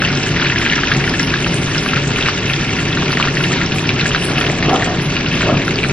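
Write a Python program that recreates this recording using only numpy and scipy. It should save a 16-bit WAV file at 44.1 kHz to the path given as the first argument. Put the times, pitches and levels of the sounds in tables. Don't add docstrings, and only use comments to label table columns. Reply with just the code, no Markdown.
import sys
import numpy as np
from scipy import signal
from scipy.fft import rfft, irfft, next_fast_len
from scipy.io import wavfile

SR = 44100
rng = np.random.default_rng(int(sys.argv[2]) if len(sys.argv) > 2 else 0)


def generate_wav(signal):
    frames = np.transpose(np.atleast_2d(signal))
    scaled = np.clip(frames, -1, 1) * 32767
    pcm = np.round(scaled).astype(np.int16)
    wavfile.write(sys.argv[1], SR, pcm)


N = 261424
POP_CREST_S = .00095

# crest t/s, level/dB, f/Hz
POPS = [(0.0213, -0.5, 1580), (0.0495, -3.5, 2930), (0.0783, -8, 2000), (0.174, -12.5, 5430),
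        (0.2337, -13.0, 5600), (0.3638, -7, 1890), (0.371, -8, 1960), (0.3984, -6, 1680), (0.418, -6, 3500),
        (0.4251, -6, 1550), (0.4483, -7.5, 2580), (0.4582, -7.5, 1660), (0.4665, -7.5, 2370),
        (0.4993, -7, 2760), (0.5016, -7.5, 1660), (0.5213, -6.5, 1890), (0.5605, -2.5, 1930),
        (0.5825, -6.5, 2410), (0.5863, -10.0, 5600), (0.6165, -4.5, 1900), (0.6522, -8, 2450),
        (0.6637, -2.5, 1830), (0.6769, -8, 1770), (0.6998, -5, 2930), (0.7152, -6, 2250),
        (0.7247, -5.5, 1890), (0.7342, -3.5, 2070), (0.7555, -7.5, 3200), (0.7584, -9.0, 5600),
        (0.7798, -6, 1660), (0.789, -7, 1450), (0.8355, -1.5, 1620), (0.8727, -6, 2760),
        (0.9172, -2.5, 1640), (0.921, -7.5, 2600), (0.9489, -8, 2110), (1.0415, -6.0, 2200),
        (1.0776, -7, 1720), (1.0951, -11.0, 5110), (1.1393, -6, 1660), (1.1957, -6.5, 5600),
        (1.1979, -2.5, 1890), (1.2301, -9.5, 5430), (1.3403, -2.5, 1710), (1.4454, -7.5, 2780),
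        (1.4648, -7.5, 1460), (1.7477, -6.5, 2900), (1.7565, -7.5, 1550), (1.7814, -6.5, 5270),
        (1.8625, -6, 1420), (1.8895, -7.5, 2670), (1.9342, -3, 1520), (1.9608, -7, 2600),
        (1.9683, -5.5, 1660), (1.9735, -6.5, 1600), (2.1067, -11.0, 1380), (2.1609, -6, 2670),
        (2.1886, -10.5, 1380), (2.2102, -7.5, 2710), (2.226, -8.0, 3440), (2.2617, -6.5, 2100),
        (2.2797, -7.5, 2540), (2.286, -4, 1290), (2.4998, -4, 2700), (2.5366, -8.5, 3440),
        (2.6937, -8, 2320), (2.7889, -6.5, 2000), (2.9288, -7.5, 3440), (2.9733, -6.5, 1560),
        (3.025, -9.5, 1230), (3.0822, -7, 2330), (3.1058, -7.5, 1530), (3.1209, -10.0, 4530),
        (3.1291, -8, 1310), (3.1727, -3.5, 1870), (3.2003, -3, 1200), (3.212, -7, 1350),
        (3.2269, -3.5, 2560), (3.241, -8, 1400), (3.253, -9, 1150), (3.2745, -6.5, 1480), (3.285, -8, 1750),
        (3.3713, -4.8, 1920), (3.4069, -7.5, 1600), (3.4399, -5.5, 2740), (3.5308, -6.5, 1920),
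        (3.5377, -7, 2040), (3.6161, -5.5, 1950), (3.6622, -11.0, 5600), (3.7208, -6.5, 2620),
        (3.7848, -6.5, 2540), (3.8922, -1, 2480), (3.9965, -7, 2390), (4.0118, -9.0, 3890),
        (4.0574, -7, 1730), (4.1076, -9.5, 1380), (4.1166, -8, 2950), (4.1485, -0.3, 1580),
        (4.376, -7.5, 2750), (4.4123, -5.5, 1640), (4.4128, -7, 3140), (4.441, -7, 1700), (4.467, -8, 2850),
        (4.499, -8.5, 2050), (4.6269, -4.5, 1920), (4.6945, -7.5, 3150), (4.6976, -10.5, 1120),
        (4.761, -7, 3380), (4.8237, -4.5, 2000), (4.997, -11, 1900), (5.1673, -5, 2620),
        (5.2624, -7.5, 2800), (5.339, -7, 2900), (5.4096, -4.5, 1450), (5.4205, -6.5, 2500),
        (5.4317, -7.5, 1530), (5.4988, -11, 1220), (5.5722, -8, 2500), (5.6192, -8, 2150),
        (5.6803, -4.5, 1520), (5.709, -8.5, 2450), (5.7582, -10.0, 4670), (5.7886, -5, 2660),
        (5.832, -7.5, 2550), (5.8392, -5.5, 2320), (5.8471, -8, 1460), (5.8973, -8.5, 2390)]
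def pops(level_db=-1.0, neighbours=4, spray_db=-12.5, spray_lag_s=.007, spray_hz=2450, octaves=0.8):
    out = np.zeros((2, N))
    small = [pop(hz) for hz in spray_hz * 2 ** (octaves * np.linspace(-1, 1, 24))]
    for s, db, hz in POPS:
        cluster = np.zeros((1, SR // 20))
        add(cluster, 0, pop(hz)[None])
        kinds = rng.integers(len(small), size=neighbours)
        for kind, lag in zip(kinds, rng.exponential(spray_lag_s, neighbours)):
            add(cluster, 2 * POP_CREST_S + lag, amp(spray_db) * small[kind][None])
        echo = pot_echo(wall_db=-9.5, ring_db=6.0, wall_same=0.44, room_db=-10.0)
        add(out, s - POP_CREST_S, amp(db + level_db) * signal.fftconvolve(cluster, echo, axes=1))
    return out


def pop(hz, crest_s=POP_CREST_S, ring_s=.00062, glide=-.08, snap_db=-8., snap_s=.00035):
    t = np.arange(SR // 100) / SR
    swell = np.where(t < crest_s, np.sin(np.pi / 2 * t / crest_s), 1 / np.cosh((t - crest_s) / ring_s))
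    turns = np.cumsum(hz * (1 + glide * np.tanh(t / crest_s - 1))) / SR + rng.random()
    snap = t / snap_s * np.exp(1 - t / snap_s) * film_noise(1990, 4450)[:len(t)]
    sound = swell * np.sin(2 * np.pi * turns) + amp(snap_db) * np.sqrt(2) * snap / abs(snap).max()
    return signal.lfilter(*signal.butter(5, 6500, fs=SR), sound)


def film_noise(low_hz, high_hz):
    band = signal.butter(6, [low_hz, high_hz], "band", fs=SR)
    return unit(signal.lfilter(*band, rng.standard_normal(2048)))[256:]


# t/s, level/dB
BOIL = [(0, -21.5), (0.29, -24), (0.41, -19.5), (0.6, -22), (0.74, -19.5), (0.82, -23), (0.92, -20),
        (1.12, -24), (1.26, -23.5), (1.66, -24), (1.95, -23), (2.07, -26.5), (2.27, -19.5), (2.43, -24),
        (2.85, -23), (3.24, -22), (3.33, -26), (3.47, -19.5), (3.82, -25.5), (4.0, -21.5), (4.33, -23),
        (4.42, -20), (4.56, -27.5), (4.64, -22), (5.05, -25.5), (5.42, -21.5), (5.66, -27.5), (5.93, -26)]
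def simmer(plips_db=-6.5, bubbles_db=-1.2, fizz_db=-26, fizz_follow=0.054, fall_db_per_s=0.32):
    boil_db = over_time(BOIL)
    stirred = flurry(strength_db=2.5, lag_s=.004)
    plips = swarm(2780, 5710, per_s=220, spread_db=3.5, wall_db=2.5, wall_same=0.92, kinds=14)
    bubbles = swarm(927, 3370, per_s=480, spread_db=2.5, wall_db=-2.5, wall_same=0.37, kinds=24)
    fizz = swarm(3220, 9860, per_s=600, spread_db=3.5, wall_db=-6.0, wall_same=0.45, kinds=24)
    fizz_ride_db = fizz_db + fizz_follow * (boil_db - boil_db.mean()) - fall_db_per_s * np.arange(N) / SR
    body = amp(plips_db) * plips + amp(bubbles_db) * stirred * bubbles
    return amp(boil_db) * body + amp(fizz_ride_db) * stirred ** 0.19 * treble_flicker(fizz)


# f/Hz, level/dB
BUBBLE_EQ = [(400, -39), (850, -3), (1100, -3), (1400, -2.5), (2000, 0.5), (2700, -0.5), (3300, -4),
             (4100, -8.5), (5600, -7), (6500, -6), (8000, -15.5), (10800, -48.5), (12000, -46),
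             (16000, -51)]
def swarm(low_hz, high_hz, per_s, spread_db, wall_db, wall_same, kinds):
    out = np.zeros((2, N))
    for hz in np.linspace(low_hz, high_hz, kinds):
        moment, size, sign = rng.random((400, 3))[:int(per_s * N / SR / kinds)].T
        strength = amp(spread_db * np.minimum(-np.log(size), 3.5))
        triggers = np.zeros(N)
        triggers[(moment * N).astype(int)] = np.sign(sign - .5) * strength
        chirp = burst(hz, swell_cycles=1.8, glide=0.18)
        echo = pot_echo(wall_db, ring_db=17.0, wall_same=wall_same)
        sound = signal.fftconvolve(chirp[None] / np.linalg.norm(chirp), echo, axes=1)
        out += signal.oaconvolve(triggers[None], sound, axes=1)[:, :N]
    return unit(shaped(out, lambda hz: amp(at_hz(BUBBLE_EQ, hz))))


def burst(hz, swell_cycles, glide, rasp_db=-11.0):
    age = np.arange(int(6 * swell_cycles * SR / hz) + 2) * hz / SR / swell_cycles
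    swell = age * np.exp(1 - age)
    pitch = hz * (1 + glide * np.tanh(age - 1))
    ring = swell ** 3 * np.sin(2 * np.pi * (np.cumsum(pitch) / SR + rng.random()))
    return ring + amp(rasp_db) * swell * np.resize(film_noise(1420, 5700), len(age))


def flurry(strength_db, lag_s):
    s, db, _ = np.transpose(POPS)
    jolts = np.bincount((s * SR).astype(int), amp(db + strength_db) ** 2, N)
    age = np.arange(SR // 5) / SR / lag_s
    return unit(np.sqrt(1 + signal.oaconvolve(jolts, age * np.exp(1 - age))[:N]))


def treble_flicker(hiss, above_hz=6730.0, depth_db=6.5, rate_hz=17.0, level_db=-0.5):
    top = shaped(hiss, lambda hz: 1 - 1 / (1 + (hz / above_hz) ** 20))
    return hiss - top + amp(level_db) * unit(amp(depth_db * waver(rate_hz))) * top


# f/Hz, t60/s, level/dB
POT_MODES = [(962.6, 0.1, -10), (1118, 0.11, -36), (1398, 0.054, -10.5), (1695, 0.047, -12),
             (1745, 0.24, -17), (1836, 0.079, -15), (2118, 0.047, -17), (2380, 0.026, -17),
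             (2627, 0.046, -12), (2840, 0.022, -16.5), (3160, 0.22, -27)]
def pot_echo(wall_db, ring_db, wall_t60=0.053, wall_same=0.61, room_db=-6.0, room_t60=0.4, bounce=0.32):
    t = np.arange(SR // 5) / SR
    taps = rng.standard_normal((5, len(t))) * (rng.random((5, len(t))) < .25)
    wall_taps = np.sqrt(wall_same) * taps[0] + np.sqrt(1 - wall_same) * taps[1:3]
    walls = wall_taps * amp(-60 * t / wall_t60) * (t > .0018)
    room = taps[3:] * amp(-60 * t / room_t60) * (t > .008)
    echo = (amp(wall_db) * unit(walls) + amp(room_db) * unit(room)) / np.sqrt(len(t))
    for hz, t60, db in POT_MODES:
        ring = amp(-60 * t / t60) * np.sin(2 * np.pi * (hz * t + rng.random()))
        echo += amp(ring_db + db) * rng.uniform(0.51, 2.15) * ring * 2 * np.log(1000) / (t60 * SR)
    echo[:, 0] += 1
    echo[:, int(rng.uniform(.0018, .0028) * SR)] += bounce
    return echo


# crest t/s, level/dB, f/Hz
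SPITS = [(1.544, 4, 8400), (2.0805, -23, 6500), (4.2462, -6, 10100), (4.253, 1, 9550)]
def spits(level_db=-13.0, swell_cycles=3.1, glide=0.057):
    out = np.zeros((2, N))
    for s, db, hz in SPITS:
        snap = burst(hz, swell_cycles, glide)
        echo = pot_echo(wall_db=-7.0, ring_db=-5., room_db=-5.5)
        add(out, s - swell_cycles / hz, amp(db + level_db) * signal.fftconvolve(snap[None], echo, axes=1))
    return out


# peak t/s, level/dB, centre f/Hz, rise and fade time constant/s
SIZZLES = [(1.08, -44, 9600, 0.067), (1.59, -37, 9150, 0.16), (1.78, -28, 4840, 0.011),
           (1.84, -44, 9800, 0.045), (2.083, -26.5, 6600, 0.029), (2.286, -27, 4400, 0.037),
           (2.76, -47.5, 8600, 0.3), (3.38, -42, 9900, 0.036), (4.252, -30, 9000, 0.036),
           (5.87, -42, 8400, 0.053)]
def sizzles(width_hz=1800.0, flutter_db=3.0, flutter_hz=35., per_s=2100.0, spread_db=-1.5):
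    t, out = np.arange(N) / SR, np.zeros((2, N))
    for s, db, centre_hz, fade in SIZZLES:
        triggers = rng.random(N) < per_s / SR
        strength = amp(spread_db * np.minimum(rng.exponential(1, N), 3))
        snaps = triggers * strength * rng.standard_normal((2, N))
        spray = shaped(snaps, lambda hz: np.exp(-((hz - centre_hz) / width_hz) ** 4))
        out += amp(db) * np.exp(-abs(t - s) / fade) * unit(spray * amp(flutter_db * waver(flutter_hz)))
    return out


# f/Hz, level/dB
HUM_BODY = [(8, -12), (35, -5), (85, -4.5), (170, -9), (205, -1), (260, 2.5), (310, -3.5), (405, -1),
            (500, -11), (650, -11.5), (850, -16), (1100, -15.5), (1500, -26), (4000, -22), (9000, -57),
            (14000, -75)]
# f/Hz, width/Hz, level/dB
HUM_PEAKS = [(59.8, 9.6, 0.5), (107.3, 11.8, 6), (138.2, 8.4, 12.5), (157.6, 37, 5.5), (179, 10, 5),
             (286, 24, -7.5), (329.7, 8.1, 4.5), (377.6, 3.7, 3.5), (581, 14.5, -5.5), (717, 1.9, -23),
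             (761, 13.5, -7)]
# t/s, level/dB
HUM_RIDE = [(0, -17.5), (.75, -18.5), (1.06, -16.5), (1.3, -18), (2.5, -18.5), (3.4, -17.5), (4.75, -17),
            (5.15, -18), (5.4, -17), (5.93, -18)]
def hum(waver_db=0.8, waver_hz=6.4):
    def gain(hz):
        peaks = sum(amp(db) ** 2 / (1 + ((hz - f) / width * 1.64) ** 2) ** 2
                    for f, width, db in HUM_PEAKS)
        return np.sqrt(amp(at_hz(HUM_BODY, hz)) ** 2 + peaks)
    return amp(over_time(HUM_RIDE) + waver_db * waver(waver_hz)) * low_noise(gain)


# f/Hz, level/dB
RUSH_EQ = [(60, -41), (220, 10), (400, 10), (520, 7), (750, 5.5), (880, -2), (1130, 3), (1300, 3.5),
           (1600, -17), (4000, -61), (12000, -72)]
# peak t/s, level/dB, rise and fade time constant/s, hollow f/Hz
RUSH_SWELLS = [(4.32, -20, 0.064, 724), (4.48, -24, 0.1, 707), (4.70, -16.8, 0.035, 710),
               (4.754, -16, 0.063, 740), (4.89, -20.5, 0.055, 726), (5.495, -16.5, 0.064, 620)]
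def rush(roll_db=2.5, roll_hz=30., hollow_db=4.0, hollow_width_hz=84.0):
    t, out = np.arange(N) / SR, np.zeros((2, N))
    noise = low_noise(lambda hz: amp(at_hz(RUSH_EQ, hz)))
    for s, db, fade, hz in RUSH_SWELLS:
        body = np.roll(noise, rng.integers(N), axis=1)
        hollow = signal.lfilter(*signal.iirpeak(hz, hz / hollow_width_hz, fs=SR), body)
        out += amp(db) * np.exp(-abs(t - s) / fade) * unit(body + amp(hollow_db) * hollow)
    return out * amp(roll_db * waver(roll_hz))


# f/Hz, left-right correlation/0-1
CORRELATION = [(30, 0.92), (130, 1), (300, 0.99), (600, 0.91), (1200, 0.98), (4000, 0.23)]
def low_noise(gain):
    left, other = rng.standard_normal((2, N))
    same = lambda hz: np.clip(at_hz(CORRELATION, hz), 0, 1)
    right = shaped(left, same) + shaped(other, lambda hz: np.sqrt(1 - same(hz) ** 2))
    return unit(shaped(np.array([left, right]), gain))


# t/s, level/dB
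TICKS = [(-0.04, -38), (0.272, -44), (0.588, -42), (0.905, -43), (1.222, -37), (1.538, -51), (1.85, -36.5),
         (2.16, -42), (2.482, -38.5), (2.78, -44), (3.102, -40), (3.42, -40), (3.75, -35.5), (4.065, -44),
         (4.387, -36.5), (4.71, -43.5), (5.019, -38), (5.325, -42), (5.652, -41)]
# f/Hz, width/Hz, level/dB
TICK_RING = [(10020, 310, 2.5), (10830, 600, 0), (14000, 900, -14.5), (15400, 450, -13)]
# f/Hz, level/dB
CLICK_EQ = [(3000, -7), (7000, -12), (11000, -3), (13000, -6), (16000, -14)]
def ticking(rise_s=0.026, t60_s=0.33, click_db=-10., click_s=.004, flutter_db=1.0, flutter_hz=18.0):
    t = np.arange(N) / SR
    ring_level, click_level, ring = np.zeros((3, N))
    for s, db in TICKS:
        age = np.maximum(t - s + rise_s / 2, 0)
        ring_level += amp(db - 60 * age / t60_s) * np.minimum(age / rise_s, 1)
        click_level += amp(db + click_db) * np.exp(-abs(t - s) / click_s) * (t > s)
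    for f, width, db in TICK_RING:
        flutter = amp(db + flutter_db * waver(flutter_hz))
        ring += flutter * shaped(rng.standard_normal(N), lambda hz: 1 / (1 + (2 * (hz - f) / width) ** 4))
    click = shaped(rng.standard_normal(N), lambda hz: amp(at_hz(CLICK_EQ, hz)))
    left = ring_level * unit(ring) + click_level * unit(click)
    right = shaped(left, lambda hz: np.exp(-2j * np.pi * hz * 1.3e-5))
    return np.array([left, right])


def amp(db):
    return 10 ** (np.asarray(db) / 20)


def unit(x):
    return x / np.sqrt(np.mean(x ** 2) + 1e-20)


def at_hz(points, hz):
    f, value = np.transpose(points)
    return np.interp(np.log(hz + 1), np.log(f + 1), value)


def over_time(points):
    return np.interp(np.arange(N) / SR, *np.transpose(points))


def add(mix, s, sound):
    part = mix[:, max(round(s * SR), 0):][:, :sound.shape[1]]
    part += sound[:, :part.shape[1]]


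def shaped(x, gain):
    size = next_fast_len(N + 4096)
    return irfft(rfft(x, size) * gain(np.fft.rfftfreq(size, 1 / SR)), size)[..., :N]


def waver(rate_hz):
    return unit(shaped(rng.standard_normal(N), lambda hz: np.exp(-hz / rate_hz)))


def scene():
    return pops() + simmer() + spits() + sizzles() + hum() + rush() + ticking()


# f/Hz, lead of the left/rad
MIC_PHASE = [(100, 0), (900, 0), (1700, 0.38), (3000, 1.15), (4500, 1), (5200, 1.5), (5900, 3), (9000, 4.5),
             (10500, 6.5)]
# f/Hz, left minus right level/dB
MIC_BALANCE = [(100, 1), (600, 0.1), (1900, 1.5), (3200, 1.5), (3900, -2), (4800, -1), (5700, -6.5),
               (6800, 0), (10700, 2)]
def record(dry, high_cut_hz=15800):
    def mic_pair(hz):
        half = amp(at_hz(MIC_BALANCE, hz) / 2)
        return np.array([half, np.exp(-1j * at_hz(MIC_PHASE, hz)) / half])
    heard = np.clip(shaped(dry, mic_pair), -1, 1)
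    high_cut = signal.firwin(511, high_cut_hz, window=("kaiser", 9), fs=SR)
    return signal.oaconvolve(heard, high_cut[None], "same")


dry = scene()
out = record(dry)
generate_wav(out)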